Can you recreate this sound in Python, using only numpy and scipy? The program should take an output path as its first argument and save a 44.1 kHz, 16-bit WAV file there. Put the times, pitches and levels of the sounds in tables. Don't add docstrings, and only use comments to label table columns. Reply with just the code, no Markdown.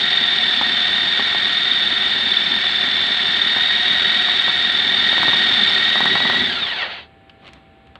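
import sys
import numpy as np
from scipy import signal
from scipy.fft import rfft, irfft
from scipy.io import wavfile
from scipy.ndimage import uniform_filter1d, minimum_filter1d

SR = 44100
rng = np.random.default_rng(int(sys.argv[2]) if len(sys.argv) > 2 else 0)


def digitize_waveform(pressure):
    field = np.atleast_2d(pressure).T
    bounded = np.clip(field, -1, 1)
    quanta = np.round(bounded * 32767).astype(np.int16)
    wavfile.write(sys.argv[1], SR, quanta)


N = 352344
TIME, BINS_HZ = np.arange(N) / SR, np.fft.rfftfreq(N, 1 / SR)
WHEEL_TEETH, IDLER_TEETH = 92, 90
OFF_S, UNLOAD_S, COAST_S = 6.42, .05, .665


# pitch_hz, level_db
HOUSING_TONE = [(100, -34.5), (500, -19.5), (850, -12), (1150, -13), (1550, -3), (2550, -8.5), (3000, -2),
                (3500, 0.5), (4300, -6), (4640, -7.5), (4850, -22), (6000, -31.5), (8600, -41), (9800, -53),
                (15500, -70)]
# pitch_hz, width_hz, boost_db
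HOUSING_RINGS = [(724.8, 33, 12.5), (1365, 23, 6.5), (1889.6, 135, 9.5), (2245, 90, 9), (3503, 44, 5),
                 (3670, 430, 5), (4450, 320, 0), (5300, 260, 8.5), (7310, 260, 7.5), (8230, 380, 10)]
def gears():
    mesh_hz = mesh_rate()
    rasp_db, low_db, high_db = gear_levels(mesh_hz)
    teeth = np.cumsum(mesh_hz * (1 + .002 * drift(30))) / SR
    turns = teeth / WHEEL_TEETH
    housing = response(HOUSING_TONE, HOUSING_RINGS)
    coasting = np.clip(1.3 * (1 - mesh_hz / 1780), 0, 1)
    sound = amp(rasp_db) * rasp(teeth, turns, housing, coasting)
    looseness = np.interp(TIME, [6.4, 6.5], [1, .55])
    phase = 2 * np.pi * teeth + looseness * (.45 * drift(70) + .3 * np.sin(2 * np.pi * turns))
    sound += whines(phase, teeth, turns, low_db, high_db)
    sound += amp(rasp_db) * overtones(phase, turns, housing)
    sound += amp(rasp_db) * motor_brushes(turns, coasting)
    return sound * np.interp(TIME, [6.92, 7.03, 7.12], [1, .65, 0])


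# time_s, mesh_hz
GEAR_SPEED = [(0, 1845), (.5, 1790), (1.1, 1815), (1.8, 1820), (2.6, 1790), (3.25, 1792), (3.75, 1850),
              (4.35, 1842), (4.9, 1805), (5.25, 1840), (5.65, 1797), (6, 1865), (6.42, 1900)]
def mesh_rate(drag=.21):
    slowed = since_off(COAST_S)
    return curve(GEAR_SPEED) * (1 - slowed) * (1 - drag * slowed)


# time_s, level_db
GEAR_EFFORT = [(0, 0.1), (1.2, -.2), (2.6, -0.66), (4.1, 1.03), (4.75, -0.1), (5.1, 1.5), (5.65, 2),
               (6.42, -0.25)]
def gear_levels(mesh_hz):
    slack, churn_db = since_off(UNLOAD_S), curve(CHURN_LEVEL)
    fade_db = 4.5 * np.log2(np.minimum((mesh_hz + 1) / 710, 1))
    shudder_db = 5 * np.exp(-((mesh_hz - 660) / 47) ** 2)
    drive_db = curve(GEAR_EFFORT) + fade_db + shudder_db
    strain_db = .3 * (churn_db - churn_db[0]) * (1 - slack)
    rasp_db = drive_db - 24.5 - 1.5 * slack
    low_db = drive_db - 26.5 + strain_db + .5 * slack + tone_db(HOUSING_TONE, mesh_hz, HOUSING_RINGS)
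    high_db = drive_db - 22.5 - 5.5 * slack + tone_db(HOUSING_TONE, 2 * mesh_hz, HOUSING_RINGS)
    return rasp_db, low_db, high_db


# pitch_hz, level_db
COAST_TONE = [(100, -33.5), (700, -3.5), (1200, -7.5), (1900, -0.5), (2450, -3.5), (2750, 0.5), (3100, 0),
              (4500, -7), (5200, -31), (9000, -54), (15000, -72)]
def rasp(teeth, turns, housing, coasting):
    load = throb(turns, lead_turns=.18, once_db=0, twice_db=1.5, four_db=1, flutter_db=0)
    hits = load * (.49 + np.exp(-(teeth % 1) / .25)) * rng.standard_normal(N)
    hard = unit(through(hits, housing)) * amp(4.5)
    soft = unit(through(load * rng.standard_normal(N), response(COAST_TONE)))
    return (1 - coasting) * hard + np.sqrt(coasting) * soft


def whines(phase, teeth, turns, low_db, high_db):
    wheel = throb(turns, lead_turns=.18, once_db=6, twice_db=2.6, four_db=1.2, flutter_db=2.2)
    idler = throb(teeth / IDLER_TEETH, lead_turns=.3, once_db=3.7, twice_db=2.8, four_db=2.6,
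                  flutter_db=2.9)
    low = amp(low_db) * wheel * np.cos(phase + 4 * np.pi * turns + .9 * drift(60))
    high = blade_bites(amp(high_db) * idler) * np.cos(2 * phase)
    return low + high


def throb(turns, lead_turns, once_db, twice_db, four_db, flutter_db):
    swing_db = once_db * np.cos(2 * np.pi * (turns + lead_turns))
    for per_turn, depth_db in ((2, twice_db), (4, four_db)):
        swing_db += depth_db * np.cos(2 * np.pi * (per_turn * turns + rng.random() + .29 * drift(.97)))
    flutter_band = signal.butter(2, [15, 99], "band", fs=SR, output="sos")
    swing_db += flutter_db * unit(signal.sosfilt(flutter_band, rng.standard_normal(N)))
    return unit(amp(np.minimum(swing_db, 6)))


# time_s, peak_db
BLADE_BITES = [(.176, -7), (1.717, -6), (2.32, -6), (2.372, -4), (2.467, -8), (2.521, -8), (3.419, -6),
               (4.399, -8.5), (4.5, -8), (5.636, -6.5)]
def blade_bites(level):
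    for time_s, peak_db in BLADE_BITES:
        slack = np.exp(-((TIME - time_s) / .011) ** 2)
        bite = np.exp(-((TIME - time_s) / .0042) ** 2)
        level = level * (1 - slack) + amp(peak_db) * bite
    return level


def overtones(phase, turns, housing):
    slack = since_off(UNLOAD_S)
    pulse_db = 6 * (1 - slack) * np.sin(2 * np.pi * turns)
    tones = np.zeros(N)
    for multiple, level_db in enumerate([5.5, .5, -2, -10, -11.5, -8.5], start=3):
        flicker = unit(amp(3.2 * drift(45) + pulse_db))
        tones += amp(level_db) * flicker * np.cos(multiple * phase)
    fade = np.interp(TIME, [6.84, 6.92], [1, .12])
    return through(tones, housing) * amp(-6.5 + 2 * slack) * fade


# pitch_hz, level_db
FIZZ_TONE = [(3000, -13.5), (5300, -6.5), (6300, 2.5), (6850, -6), (7300, -15.5), (7800, -18), (8250, -4.5),
             (9000, -16.5), (9900, -28), (11300, -22), (12500, -31.5), (15500, -29)]
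def motor_brushes(turns, coasting):
    rattle_db = 2 * np.sin(2 * np.pi * turns) + .9 * drift(40)
    return noise(FIZZ_TONE) * amp(-30 - 8.4 * coasting + rattle_db)


# pitch_hz, level_db
CHURN_TONE = [(25, -48), (55, -25), (78, -8.5), (95, -10.5), (130, -6.5), (230, 1.5), (325, -7), (385, 0),
              (480, -15), (700, -7.5), (1300, -16.5), (4000, -64)]
# time_s, level_db
CHURN_LEVEL = [(0, -35), (4.8, -35.5), (5.25, -31), (5.5, -32), (5.85, -34), (6.05, -31), (6.45, -27.5)]
def meat():
    churn_db = curve(CHURN_LEVEL) - 13.5 * since_off(.27)
    churn = amp(churn_db - 2) * noise(CHURN_TONE) * unit(amp(2.4 * drift(50)))
    return churn * np.interp(TIME, [6.7, 7.05], [1, 0]) + bowl_hits(churn_db)


# pitch_hz, level_db
BOWL_TONE = [(25, -48), (60, -23), (140, -2), (300, -1.5), (500, -7), (750, 3), (1150, 1), (1600, -4.5),
             (3000, -12), (4500, -17), (6000, -33), (9000, -51.5), (15000, -73.5)]
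# pitch_hz, level_db
SNAP_TONE = [(2000, -21.5), (6000, -3.5), (8200, 3.5), (9800, -16), (11500, -4.5), (15500, -18)]
# start_s, thud_db, snap_db
BIG_KNOCKS = [(.613, -8, -50), (1.196, -12, -58), (1.348, -13, -57), (3.565, -11.5, -52), (4.286, -15, -52),
              (4.481, -12, -40), (5.129, -12, -47), (5.18, -10.5, -52), (5.231, -8, -27),
              (5.281, -9.5, -49), (5.332, -10, -51), (5.957, -9.5, -49), (6.006, -8.5, -28),
              (6.057, -7, -28), (6.155, -6.5, -53), (6.204, -11, -56), (6.254, -10, -45),
              (6.299, -6.5, -35)]
def bowl_hits(churn_db, scraps_per_s=25, lump_chance=.12):
    bowl, snap = response(BOWL_TONE), response(SNAP_TONE)
    knocks = np.zeros(N)
    for start_s, thud_db, snap_db in BIG_KNOCKS:
        add(knocks, start_s, amp(thud_db + 3.5) * strike(bowl, rattle=.038, decay_s=.016))
        add(knocks, start_s, amp(snap_db) * strike(snap, rattle=.06, decay_s=.002))
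    scraps = rng.random(N) < scraps_per_s / SR
    size_db = 4 * np.minimum(rng.exponential(1, N), 4)
    ticks = through(scraps * amp(churn_db + size_db - 21) * (TIME < 6.8), snap)
    turns = np.cumsum(mesh_rate()) / SR / WHEEL_TEETH
    blade_passes = np.diff(np.floor(2 * turns), prepend=0)
    lumps = blade_passes * (rng.random(N) < lump_chance) * (TIME < OFF_S)
    patter = through(lumps * amp(churn_db + 14), strike(bowl, rattle=.047, decay_s=.014))
    return knocks + patter + ticks


# time_s, level_db
PALM_SLIDE = [(7.36, -75), (7.43, -47), (7.48, -47), (7.52, -52), (7.56, -47.5), (7.63, -61.5), (7.7, -70)]
# pitch_hz, level_db
LID_TONE = [(300, -24), (1200, 0), (2000, 2), (3000, 6), (4300, -4), (5300, -20), (8000, -32), (15000, -58)]
# start_s, level_db, thump_db, tick_db
FINGER_TAPS = [(7.2955, -35, -18, -35), (7.4464, -38, -14, -29), (7.456, -35, -19, -34),
               (7.468, -32.5, -19, -27), (7.478, -29, -14, -26), (7.4877, -32, -11, -32),
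               (7.5337, -30, -15, -18), (7.871, -43.5, -10.5, -18), (7.9555, -31, 0.5, -33)]
def hand():
    rub = noise([(40, -14), (150, 5.5), (500, -2), (1500, -7.5), (4000, -10), (5300, -33.5),
                 (15000, -59.5)])
    sound = amp(curve(PALM_SLIDE)) * rub
    lid = response(LID_TONE)
    thump = response([(80, -5), (500, -8), (900, -3), (1400, -5), (3000, -32), (9000, -60)])
    tick = response([(2000, -30), (6000, 2), (8500, -1), (12000, -25)])
    for start_s, level_db, thump_db, tick_db in FINGER_TAPS:
        add(sound, start_s, amp(level_db + 1) * strike(lid, rattle=.17, decay_s=.005))
        add(sound, start_s, amp(level_db + thump_db) * strike(thump, rattle=.12, decay_s=.008))
        add(sound, start_s, amp(level_db + tick_db + 5) * strike(tick, rattle=.2, decay_s=.0022))
    return sound


def kitchen(sound, echo_s, echo_db):
    t = np.arange(SR // 2) / SR
    tail = rng.standard_normal(len(t)) * amp(-60 * t / echo_s) * (t > .003)
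    return sound + amp(echo_db) * through(sound, tail / np.linalg.norm(tail))


# pitch_hz, level_db
HUM_TONES = [(662.1, -64.5), (780.6, -60.5), (1378, -73), (1739, -71), (2218, -74)]
# pitch_hz, level_db
AIR_TONE = [(20, -43.5), (45, -16), (70, 0.5), (95, -4), (130, -7), (260, -8.5), (450, -12.5), (600, -18),
            (1100, -21.5), (2600, -21), (3900, -28), (5500, -53), (6500, -54.5), (7600, -47),
            (12000, -59.5)]
def background():
    hum = np.zeros(N)
    for pitch_hz, level_db in HUM_TONES:
        phase = 2 * np.pi * (pitch_hz * TIME + rng.random()) + .14 * drift(4)
        hum += amp(level_db + 7) * np.sin(phase)
    return amp(-50.5) * noise(AIR_TONE) + hum


def amp(db):
    return 10 ** (np.asarray(db) / 20)


def unit(x):
    return x / np.sqrt(np.mean(x ** 2) + 1e-20)


def curve(rows):
    return np.interp(TIME, *np.transpose(rows))


def since_off(length_s):
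    return np.clip((TIME - OFF_S) / length_s, 0, 1)


def tone_db(tone, hz, rings=()):
    pitches_hz, levels_db = np.transpose(tone)
    outline_db = np.interp(np.log(hz + 1), np.log(pitches_hz), levels_db)
    return outline_db + sum(db / (1 + (2 * (hz - pitch) / width) ** 2) for pitch, width, db in rings)


def noise(tone):
    return unit(irfft(rfft(rng.standard_normal(N)) * amp(tone_db(tone, BINS_HZ)), N))


def drift(rate_hz):
    return unit(irfft(rfft(rng.standard_normal(N)) / (1 + (BINS_HZ / rate_hz) ** 4), N))


def response(tone, rings=(), size=4096):
    log_gain = np.log(amp(tone_db(tone, abs(np.fft.fftfreq(size, 1 / SR)), rings)))
    spectrum = np.exp(np.conj(signal.hilbert(log_gain)))
    return np.fft.ifft(spectrum).real[:size // 2]


def through(sound, body):
    return signal.oaconvolve(sound, body)[:len(sound)]


def strike(body, rattle, decay_s, size=4096):
    force = rattle * rng.standard_normal(size) * np.exp(-np.arange(size) / SR / decay_s)
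    force[0] += 1
    sound = through(force, body)
    return sound / abs(sound).max()


def add(mix, start_s, sound):
    part = mix[max(round(start_s * SR), 0):][:len(sound)]
    part += sound[:len(part)]


def scene():
    return (kitchen(gears() + meat() + hand(), echo_s=.27, echo_db=-15) + background())[None]


def record(dry, ceiling=.85, cutoff_hz=15500):
    needed_gain = np.minimum(1, ceiling / (abs(dry) + 1e-9))
    smooth_gain = uniform_filter1d(minimum_filter1d(needed_gain, size=129), size=129)
    treble_cut = signal.firwin(511, cutoff_hz, window=("kaiser", 9), fs=SR)
    return signal.oaconvolve(dry * smooth_gain, treble_cut[None], "same")


dry = scene()
out = record(dry)
digitize_waveform(out)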